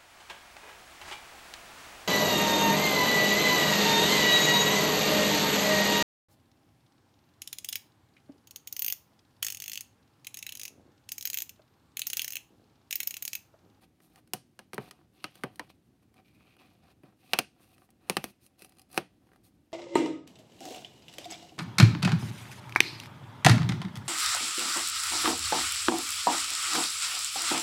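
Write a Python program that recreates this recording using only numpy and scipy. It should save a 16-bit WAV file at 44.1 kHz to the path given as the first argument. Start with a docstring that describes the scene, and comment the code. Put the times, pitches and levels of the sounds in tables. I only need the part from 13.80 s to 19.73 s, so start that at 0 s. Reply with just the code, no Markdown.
"""Fingers pick at the perforated door of a cardboard box, close to the microphone in a small, quiet room.
The paper bridges of the perforation break one by one: each snap is an impulse that excites the box's modes.
In between, skin slides over the card by stick and slip, and torn edges scrape, rasp and tick.
Short room reflections follow the sounds, over a low background rumble with a faint hiss."""
import sys
import numpy as np
from scipy import signal
from scipy.fft import rfft, irfft, next_fast_len
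from scipy.io import wavfile
from scipy.ndimage import uniform_filter1d

SR = 44100
rng = np.random.default_rng(int(sys.argv[2]) if len(sys.argv) > 2 else 0)


def bounce(signal):
    """Save signal as a 16-bit WAV file at the path given by the first command-line argument."""
    frames = np.transpose(np.atleast_2d(signal))
    limited = np.clip(frames, -1, 1)
    pcm = np.round(limited * 32767).astype(np.int16)
    wavfile.write(sys.argv[1], SR, pcm)


N = 261500
SIZE = 4096  # samples in a blow or a filter

# strokes of a finger over the card, levels before mixing: (start [s], length [s], pressure [dB],
#  swell from start to end [dB], panel drumming against skin [dB], fibres scraping against skin [dB])
STROKES = [(0.005, 0.038, -64, 5, -1.5, -9.5), (0.211, 0.072, -81, -7, 8, 6.5),
           (0.283, 0.11, -75, 15.5, 6.5, -5), (0.99, 0.1, -60.5, -2, 1.5, -8.5),
           (1.102, 0.15, -77, -5, 9, -12.5), (1.324, 0.14, -67.5, 9, -3, -12),
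           (1.474, 0.087, -69, 5, -6, -12.5), (1.539, 0.1, -65.5, -2, -0.5, -9),
           (1.669, 0.21, -79, 3, 7.5, -4.5), (1.883, 0.02, -61, 13.5, -8, -11),
           (2.211, 0.019, -76.5, 4, 9, -7), (2.35, 0.053, -70.5, -2, 4.5, -13),
           (2.445, 0.08, -72.5, -13, -9, -11), (2.521, 0.23, -73, 2, 0.5, -13),
           (2.778, 0.27, -72, -16.5, 1.5, -14.5), (3.012, 0.109, -69.5, 6, 3, -14.5),
           (3.237, 0.1, -76.5, -14, 9.5, -14), (3.381, 0.2, -67.5, 16, -3.5, -6),
           (3.691, 0.15, -82.5, 21, 7, -5.5), (3.798, 0.064, -79.5, -5, 3, 3.5),
           (3.834, 0.114, -76, 9, 2.5, -0.5), (3.951, 0.1, -83, 3, 11, 3), (4.194, 0.13, -74, 19, 8, -5.5),
           (4.337, 0.17, -69, 4, -5.5, 1), (4.601, 0.071, -78, -1, -5, 5), (4.777, 0.084, -73.5, 1, -4, 6),
           (4.867, 0.16, -84.5, 4, 5.5, 3.5), (5.083, 0.096, -68, 25.5, 2.5, 2.5),
           (5.203, 0.18, -81, -11, -1.5, -29), (5.408, .16, -84.5, 3.5, 7, -4),
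           (5.628, 0.064, -74.5, -8, -7, 2.5)]
# how far the door has come loose: (time [s], share [0-1])
LOOSE = [(1.9, 0.07), (3.5, 0.94)]
# colour of breaking card: (frequency [Hz], level [dB])
CARD = [(85, -11), (140, 1), (300, 2.5), (1900, -3.5), (3150, -3), (3650, -7.5), (4300, -3.5), (6300, -7.5),
        (7600, -14), (8400, -4.5), (10000, -4), (16000, -14)]
# colour of scraping fibres: (frequency [Hz], level per Hz [dB])
FIBRE = [(1500, -35), (4000, -5.5), (6200, -5.5), (7700, -10), (8600, 0.5), (10000, -3.5), (11800, 0.5),
         (14000, -5.5), (16000, -9.5)]


def amp(db):
    """Amplitude gain from a level in decibels."""
    return 10 ** (np.asarray(db) / 20)


def unit(x):
    """Normalises the mean power, so that the rms is 1."""
    return x / np.sqrt(np.mean(x ** 2) + 1e-20)


def read(points, hz):
    """Interpolates a table linearly on a logarithmic frequency axis."""
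    f, value = np.transpose(points)
    return np.interp(np.log(hz + 1), np.log(f + 1), value)


def add(mix, s, sound):
    """Superposition: adds a sound to the mix, in place, from time s [s]."""
    part = mix[round(s * SR):][:len(sound)]
    part += sound[:len(part)]


def colour(x, points):
    """Minimum-phase filter with the given spectrum: causal, so nothing sounds ahead of a click."""
    log_gain = np.log(amp(read(points, abs(np.fft.fftfreq(SIZE, 1 / SR)))))
    taps = np.fft.ifft(np.exp(np.conj(signal.hilbert(log_gain)))).real
    return signal.fftconvolve(x, taps)[:len(x)]


def dying(t60, size):
    """Diffuse decay: noise of energy 1 in which each frequency has its own reverberation time."""
    hz, t, z = signal.stft(rng.standard_normal(size), SR, nperseg=128)
    decay = read(t60, hz)[:, None]
    z = z * amp(-60 * t / decay) / np.sqrt(decay)
    tail = signal.istft(z, SR, nperseg=128)[1][:size]
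    return tail / np.linalg.norm(tail)


def wander(hz):
    """Slow random modulation: Gaussian noise limited to below hz, of rms 1."""
    size = next_fast_len(N)
    spectrum = rfft(rng.standard_normal(size))
    slow = np.fft.rfftfreq(size, 1 / SR) < hz
    return unit(irfft(spectrum * slow, size)[:N])


def resonate(x, hz, width_hz):
    """Single resonance of peak gain 1: a low-pass in a frame turning at the pitch, which may move."""
    turn = np.exp(2j * np.pi * np.cumsum(hz * np.ones(len(x))) / SR)
    r = np.exp(-np.pi * width_hz / SR)
    return 2 * (turn * signal.lfilter([1 - r], [1, -r], x / turn + 1e-18)).real


def background(waver_db=2.06):
    """Stationary noise: a low room rumble under a faint hiss, its low part wavering in level."""
    # spectrum of the background: (frequency [Hz], level per Hz [dB])
    floor = [(20, -34), (40, -9), (60, -3), (95, 1.5), (150, -0.5), (200, -1), (320, -2), (430, -13),
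             (650, -16.5), (1100, -25), (2800, -27), (9000, -35.5), (15500, -40.5)]
    noise = unit(colour(rng.standard_normal(N + SIZE), floor)[SIZE:])
    low = signal.sosfilt(signal.butter(1, 500, fs=SR, output="sos"), noise)
    wavering = noise + low * (amp(waver_db * wander(8.7)) - 1)
    return amp(-67) * wavering


def room(x, build_s=0.0025):
    """Reverberation: reflections from the table and near walls build up quickly and die soon."""
    # reverberation time: (frequency [Hz], t60 [s])
    room_t60 = [(110, 0.27), (230, 0.08), (2500, 0.22), (8000, 0.26), (15000, 0.1)]
    # colour of the reflections: (frequency [Hz], level [dB])
    room_colour = [(120, -10), (240, -5), (420, -7), (680, -6.5), (1100, -17), (3000, -15), (9000, -19),
                   (14000, -15.5)]
    size = 3 * SIZE
    t = np.arange(size) / SR
    tail = dying(room_t60, size) * (1 - np.exp(-(t / build_s) ** 2))
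    return signal.fftconvolve(x, colour(tail / np.linalg.norm(tail), room_colour))[:N]


def box(s, ring_db, scatter_db):
    """Modal impulse response: a direct pulse, and modes whose strength and pitch depend on the spot."""
    # resonances of box and door: (frequency [Hz], level, door shut [dB], level, door loose [dB], t60 [s])
    modes = [(128, -12.5, -21.5, 0.26), (199, -15.5, -7.5, 0.13), (320, -8.5, -9, 0.012),
             (370, -1, 3, 0.03), (510, -9.5, -7.5, 0.025), (749, -4, 2.5, 0.045), (1005, 0, -17.5, 0.021),
             (1203, -5, 3, 0.023), (1540, -0.5, -8, 0.022), (1880, -1, -0.5, 0.02),
             (2888, -0.5, -3.5, 0.018), (3300, -6.5, -5, 0.015), (4040, -4.5, 2, 0.0042),
             (9700, -10, -2.5, 0.013)]
    hz, shut_db, loose_db, t60 = np.transpose(modes)[:, :, None]
    loose = np.interp(s, *np.transpose(LOOSE))
    t = np.arange(SIZE) / SR
    mode_db = shut_db + loose * (loose_db - shut_db) + scatter_db * rng.standard_normal(hz.shape)
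    hz = hz * (1 + 0.015 * rng.standard_normal(hz.shape))
    ring = (amp(mode_db - 60 * t / t60) * np.cos(2 * np.pi * hz * t)).sum(0)
    return (t == 0) + amp(ring_db) * ring / np.linalg.norm(ring)


def hollow(x, ring_db, width_hz):
    """Cavity resonance: the gap between hand and card rings, its pitch and strength shifting with the fingers."""
    # resonance of the gap: (time [s], mean pitch [Hz], strength relative to ring_db [dB])
    gap = [(1.0, 2400, -8.5), (1.43, 2810, 0), (1.55, 2500, -17), (2.38, 2370, 6), (2.75, 2490, 11),
           (3.0, 2490, -5), (3.55, 2605, 4), (4.9, 2541, 3.5), (5.3, 2540, -9.5)]
    times, pitches, strengths = np.transpose(gap)
    t = np.arange(N) / SR
    hz = np.interp(t, times, pitches)
    cupped_db = np.interp(t, times, strengths)
    wavering_hz = hz * (1 + 0.012 * wander(15))
    return x + amp(ring_db + cupped_db) * resonate(x, wavering_hz, width_hz)


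def peeling():
    """Smoothed gate: 1 while the loose flap is being peeled back, else 0."""
    # span of the peeling: (from [s], to [s])
    peel_s = (4.7, 5.25)
    t = np.arange(N) / SR
    inside = (t > peel_s[0]) & (t < peel_s[1])
    return uniform_filter1d(1. * inside, size=1024)


def flap(x):
    """Plate resonances: held out from the box, the flap rings with every catch."""
    # resonances of the flap: (frequency [Hz], level [dB])
    flap_modes = [(760, -7), (1220, -20), (2600, -2.5), (4150, 0), (4900, 4), (10200, -2.5)]
    held = x * peeling()
    return x + sum(amp(db) * resonate(held, hz, width_hz=190) for hz, db in flap_modes)


def pressure(offsets_db, resting_db):
    """Contact envelope by summed power: each stroke takes hold, swells or eases, and lets go."""
    attack_s, release_s = 0.018, 0.0077
    power = np.full(N, amp(resting_db) ** 2)
    t = np.arange(SR // 2) / SR
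    for (start, length, level_db, swell_db, *_), offset_db in zip(STROKES, offsets_db):
        shape = np.minimum(t / attack_s, 1) * np.exp(-np.maximum(t - length, 0) / release_s)
        stroke_db = level_db + offset_db + swell_db * (np.minimum(t / length, 1) - .5)
        add(power, start, (shape * amp(stroke_db)) ** 2)
    return np.sqrt(power)


def slide(contact, spectrum, slips_per_s, spread_db, hiss_db, ring_db, flutter_db):
    """Stick and slip: a hail of tiny slips of uneven size over a fine hiss, heard through the box."""
    sizes = amp(spread_db * np.minimum(rng.exponential(1, N), 4.5)) * rng.choice([-1, 1], N)
    slips = unit(sizes * (rng.random(N) < slips_per_s / SR))
    friction = slips + amp(hiss_db) * rng.standard_normal(N)
    # the box keeps its final, loose state throughout
    body = box(N / SR, ring_db, scatter_db=4.5)
    sound = colour(signal.fftconvolve(friction, body)[:N], spectrum)
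    return unit(sound) * contact * amp(flutter_db * wander(30))


def rip(contact, per_s, jitter, spread_db, body_db, count=1500):
    """Near-periodic pulse train: fibres along the tear give way one after another, a rasp."""
    gaps, sizes = rng.standard_normal((count, 2)).T
    times = np.cumsum(np.exp(jitter * gaps)) / per_s
    gains = amp(spread_db * np.clip(sizes, -2, 2))
    n = np.arange(SIZE // 32)
    pulses = np.zeros(N)
    for s, gain in zip(times, gains):
        add(pulses, s, gain * rng.standard_normal(len(n)) * np.exp(-n / 30))
    return contact * unit(colour(pulses, FIBRE) + amp(body_db) * colour(pulses, CARD))


def rubbing():
    """Friction noise: the panel drums, skin hisses on the print, torn fibres scrape, crackle and rasp."""
    # colours of the drumming panel, sliding skin and crackling loose fibres: (frequency [Hz], level per Hz [dB])
    drum_colour = [(50, -22), (150, 7.5), (380, -3), (590, -3), (730, 2.5), (860, -2), (1150, -1.5),
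                   (1700, -7), (6000, -58)]
    skin_colour = [(600, -37.5), (1800, -10.5), (2420, -1), (3050, -3), (4300, -2.5), (5300, -9.5),
                   (7500, -20), (15000, -35)]
    crackle_colour = [(150, -11.5), (700, 4), (1400, -2.5), (3000, -4.5), (6500, -16.5), (10000, -15),
                      (16000, -20.5)]
    # the hand never lies quite still, levels before mixing: (drumming [dB], skin [dB], fibres [dB])
    resting_db = (-86, -95.5, -91.5)
    *_, drum_db, fibre_db = np.transpose(STROKES)
    on_panel = pressure(drum_db, resting_db[0])
    on_print = pressure(np.zeros(len(STROKES)), resting_db[1])
    on_edge = pressure(fibre_db, resting_db[2])
    drum = slide(on_panel, drum_colour, slips_per_s=180, spread_db=3.5, hiss_db=0,
                 ring_db=-14.0, flutter_db=2.0)
    skin = slide(on_print, skin_colour, slips_per_s=600, spread_db=2.2, hiss_db=-4,
                 ring_db=-16, flutter_db=1.8)
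    # the scraping is softer while the rasp is heard
    fibre = slide(on_edge * amp(-6 * peeling()), FIBRE, slips_per_s=1200, spread_db=2.5, hiss_db=-1,
                  ring_db=-7.0, flutter_db=2.0)
    crackle = slide(np.sqrt(on_panel * on_edge), crackle_colour, slips_per_s=140, spread_db=3.0, hiss_db=-25,
                    ring_db=1.5, flutter_db=1.5)
    rasp = rip(on_edge * peeling(), per_s=210, jitter=0.15, spread_db=2.0, body_db=4.5)
    smooth = amp(-1.35) * drum + amp(-4.0) * skin
    rough = amp(3.2) * fibre + amp(-2.5) * crackle + amp(0.5) * rasp
    return smooth + rough


def fracture(body, length, fibres_db, flex_db, count=14):
    """Impulsive excitation: a main break and a few later fibres ring the body; the panel flexes densely."""
    # dense flexing of the panel after a blow: (frequency [Hz], t60 [s])
    flexing = [(150, 0.069), (600, 0.11), (2500, 0.025), (6000, 0.026), (14000, 0.021)]
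    pulses = np.zeros(SIZE)
    delay = np.minimum(rng.exponential(1, count), 3)  # in units of the fracture's length
    places = (delay * length * SR).astype(int) + 2
    pulses[places] = amp(fibres_db) * rng.standard_normal(count) * np.exp(-delay / 2)
    pulses[0] = 1
    ringing = signal.fftconvolve(pulses / np.linalg.norm(pulses), body)[:SIZE]
    return ringing + amp(flex_db) * dying(flexing, SIZE)


def weighted(hit, edges, levels_db):
    """Band energy: filters a blow towards the given level in each register, in two passes."""
    level_span_s = 0.025  # levels count the blow's energy as mean power over this time
    hz, edges = np.fft.rfftfreq(SIZE, 1 / SR), np.array(edges)
    centres = np.sqrt(edges[1:] * edges[:-1])
    for _ in range(2):
        power = abs(rfft(hit)) ** 2 * 2 / (SIZE * level_span_s * SR)
        bands = [power[(hz >= lo) & (hz < hi)].sum() for lo, hi in zip(edges, edges[1:])]
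        hit = colour(hit, np.c_[centres, levels_db - 10 * np.log10(bands)])
    return hit


def ticks():
    """Light impulses: tiny catches of nail and torn edge."""
    # catches, levels before mixing: (time [s], strength [dB], treble against body [dB])
    catches = [(0.203, -67, -10), (0.3586, -62.5, -1.5), (0.4753, -71.5, 0.5), (1.5551, -60.5, 1),
               (1.758, -65.5, 4.5), (2.342, -72.5, -0.5), (2.607, -70, -18), (2.767, -67.5, -7.5),
               (3.981, -67, -4), (4.0191, -64.5, -24), (4.0908, -68, -21.5), (4.1046, -77.5, 10),
               (4.664, -70.5, 9), (4.7937, -75.5, 9.5), (4.821, -59.5, 3), (4.8466, -61, 4.5),
               (4.894, -75, 8.5), (4.9219, -69, -3.5), (4.97, -75, 1), (4.985, -70, 4.5),
               (4.9951, -66, 4.5), (5.017, -70, 7), (5.115, -75, 12), (5.129, -68, 10), (5.144, -57, 0),
               (5.4696, -71, -14), (5.49, -70, -22), (5.517, -66, -21), (5.5333, -66, -11),
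               (5.546, -73, -16), (5.5601, -65, -10.5), (5.9205, -70, -5.5)]
    # edges of the body and treble registers: [Hz]
    tick_bands = [600, 4500, 16000]
    out = np.zeros(N)
    for s, strength_db, treble_db in catches:
        body = box(s, ring_db=2.5, scatter_db=2.5)
        hit = fracture(body, 0.0018, fibres_db=1.0, flex_db=5.5)
        hit = colour(colour(hit, CARD), [(150, -7.0), (900, -5)])
        levels_db = np.array([strength_db, strength_db + treble_db])
        add(out, s, weighted(hit, tick_bands, levels_db))
    return amp(-3.5) * out


def disperse(x, taut):
    """Dispersion of bending waves: card carries the treble first and the bass a little later."""
    for corner_hz in (300, 900, 2000, 5000):  # all-pass stages
        pole = np.exp(-2 * np.pi * corner_hz / SR)
        x = signal.lfilter([-pole, 1], [1, -pole], x)
    # a door held taut delays the bass further, below bloom_hz and by up to bloom_s
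    bloom_s, bloom_hz = 0.00912, 217
    hz = np.fft.rfftfreq(2 * SIZE, 1 / SR)
    lag = np.exp(-2j * np.pi * taut * bloom_s * bloom_hz * np.arctan(hz / bloom_hz))
    return irfft(rfft(x, 2 * SIZE) * lag)[:SIZE]


def snaps():
    """Impulse and modal response: a break kicks the box, the struck spot rings, the room gets the broad thud."""
    # bridges breaking and the card buckling, levels before mixing: (time [s], length of the fracture [s],
    #  strength [dB], extra weight of the box's thump [dB], extra brightness [dB],
    #  ring of the struck spot [dB], room echo [dB], lower pitch of the spot [Hz], upper pitch [Hz])
    breaks = [(0.5351, 0.00045, -40.5, 0, 10, 8, -1, 160, 738),
              (0.7911, 0.0012, -53.5, -1.5, 1, 7, 0.5, 210, 1660),
              (0.9332, 0.00045, -49, 2.5, -1, 6, 3.5, 366, 1220),
              (0.9436, 0.00085, -60, 7.5, 11, 3, -3, 376, 1650),
              (0.9802, 0.00065, -41.5, 6.5, -15, 21.3, 0, 130, 410),
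              (1.1107, 0.0013, -55.5, -7.5, 6, 21, -1, 407, 1224),
              (1.4422, 0.00033, -39, -8, -2, 20, 0.5, 308, 1270),
              (1.636, 0.00092, -40, 6.5, -7.5, 17.6, 0, 130, 385),
              (1.7954, 0.00064, -40, -5.5, -5, 22.5, -3, 292, 1005),
              (3.2341, 0.004, -72, 17.5, -7, 5.7, 7.5, 166, 370),
              (3.5342, 0.00029, -27.5, -10.5, -0.5, 5, -2, 790, 1880),
              (3.5888, 0.00053, -30.5, -4, 5.5, 2.7, -4, 770, 1313),
              (4.2979, 0.00091, -36, 2.5, 6.5, 27, -1, 180, 380),
              (4.3684, 0.000692, -32.5, -0.5, 0, 5, -3.5, 370, 775),
              (4.4415, 0.0012, -44.5, 3, 5.5, 8.2, -0.5, 255, 590),
              (5.1769, 0.0016, -31, 1, -2, 6, -2.5, 255, 720)]
    # edges of the registers: [Hz]
    snap_bands = [90, 250, 600, 1600, 4500, 8000, 16000]
    # an ordinary snap, a row a register: (level [dB], share of extra weight [1], share of extra brightness [1])
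    snap_tone = [(-7, 1.28, 0.17), (-3.5, 0.84, 0), (-.5, 0.39, 0), (-1, 0.054, 0.12), (-8.5, 0, .9),
                 (-7, 0.41, 1.07)]
    tone_db, bass, treble = np.transpose(snap_tone)
    spot_width_hz, spot_damping = 22, 0.13  # a loose door widens the ring by this share of its pitch
    near, far = np.zeros(N), np.zeros(N)
    push = signal.unit_impulse(SIZE)
    for s, length, strength_db, weight_db, bright_db, spot_db, echo_db, *spot_hz in breaks:
        levels_db = strength_db + tone_db + bass * weight_db + treble * bright_db
        taut = 1 - np.interp(s, *np.transpose(LOOSE))
        spot = sum(resonate(push, hz, spot_width_hz + spot_damping * hz * (1 - taut)) for hz in spot_hz)
        body = box(s, ring_db=-7, scatter_db=0.5) + amp(spot_db) * spot
        hit = colour(fracture(body, length, fibres_db=-4.5, flex_db=2), CARD)
        hit = disperse(hit, taut)
        thud = colour(box(s, ring_db=-12.5, scatter_db=5.5), CARD)
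        add(near, s, weighted(hit, snap_bands, levels_db))
        add(far, s, amp(echo_db) * room(weighted(thud, snap_bands, levels_db)))
    return amp(-0.49) * near + amp(0.5) * far


def scene():
    """Superposition of the background, the handling with its reverberation, and the snaps."""
    handling = flap(hollow(ticks() + rubbing(), ring_db=1, width_hz=260))
    breaking = hollow(snaps(), ring_db=3.0, width_hz=230)
    return (background() + handling + room(handling) + breaking)[None]


def record(dry):
    """Band limiting: the microphone's low cut at 42 Hz and the recorder's upper limit at 16 kHz."""
    low_cut = signal.butter(3, 42, "highpass", fs=SR, output="sos")
    thin = signal.sosfilt(low_cut, dry)
    band_limit = signal.firwin(255, 16000, window=("kaiser", 9), fs=SR)
    return signal.oaconvolve(thin, band_limit[None], "same")


dry = scene()
out = record(dry)
bounce(out)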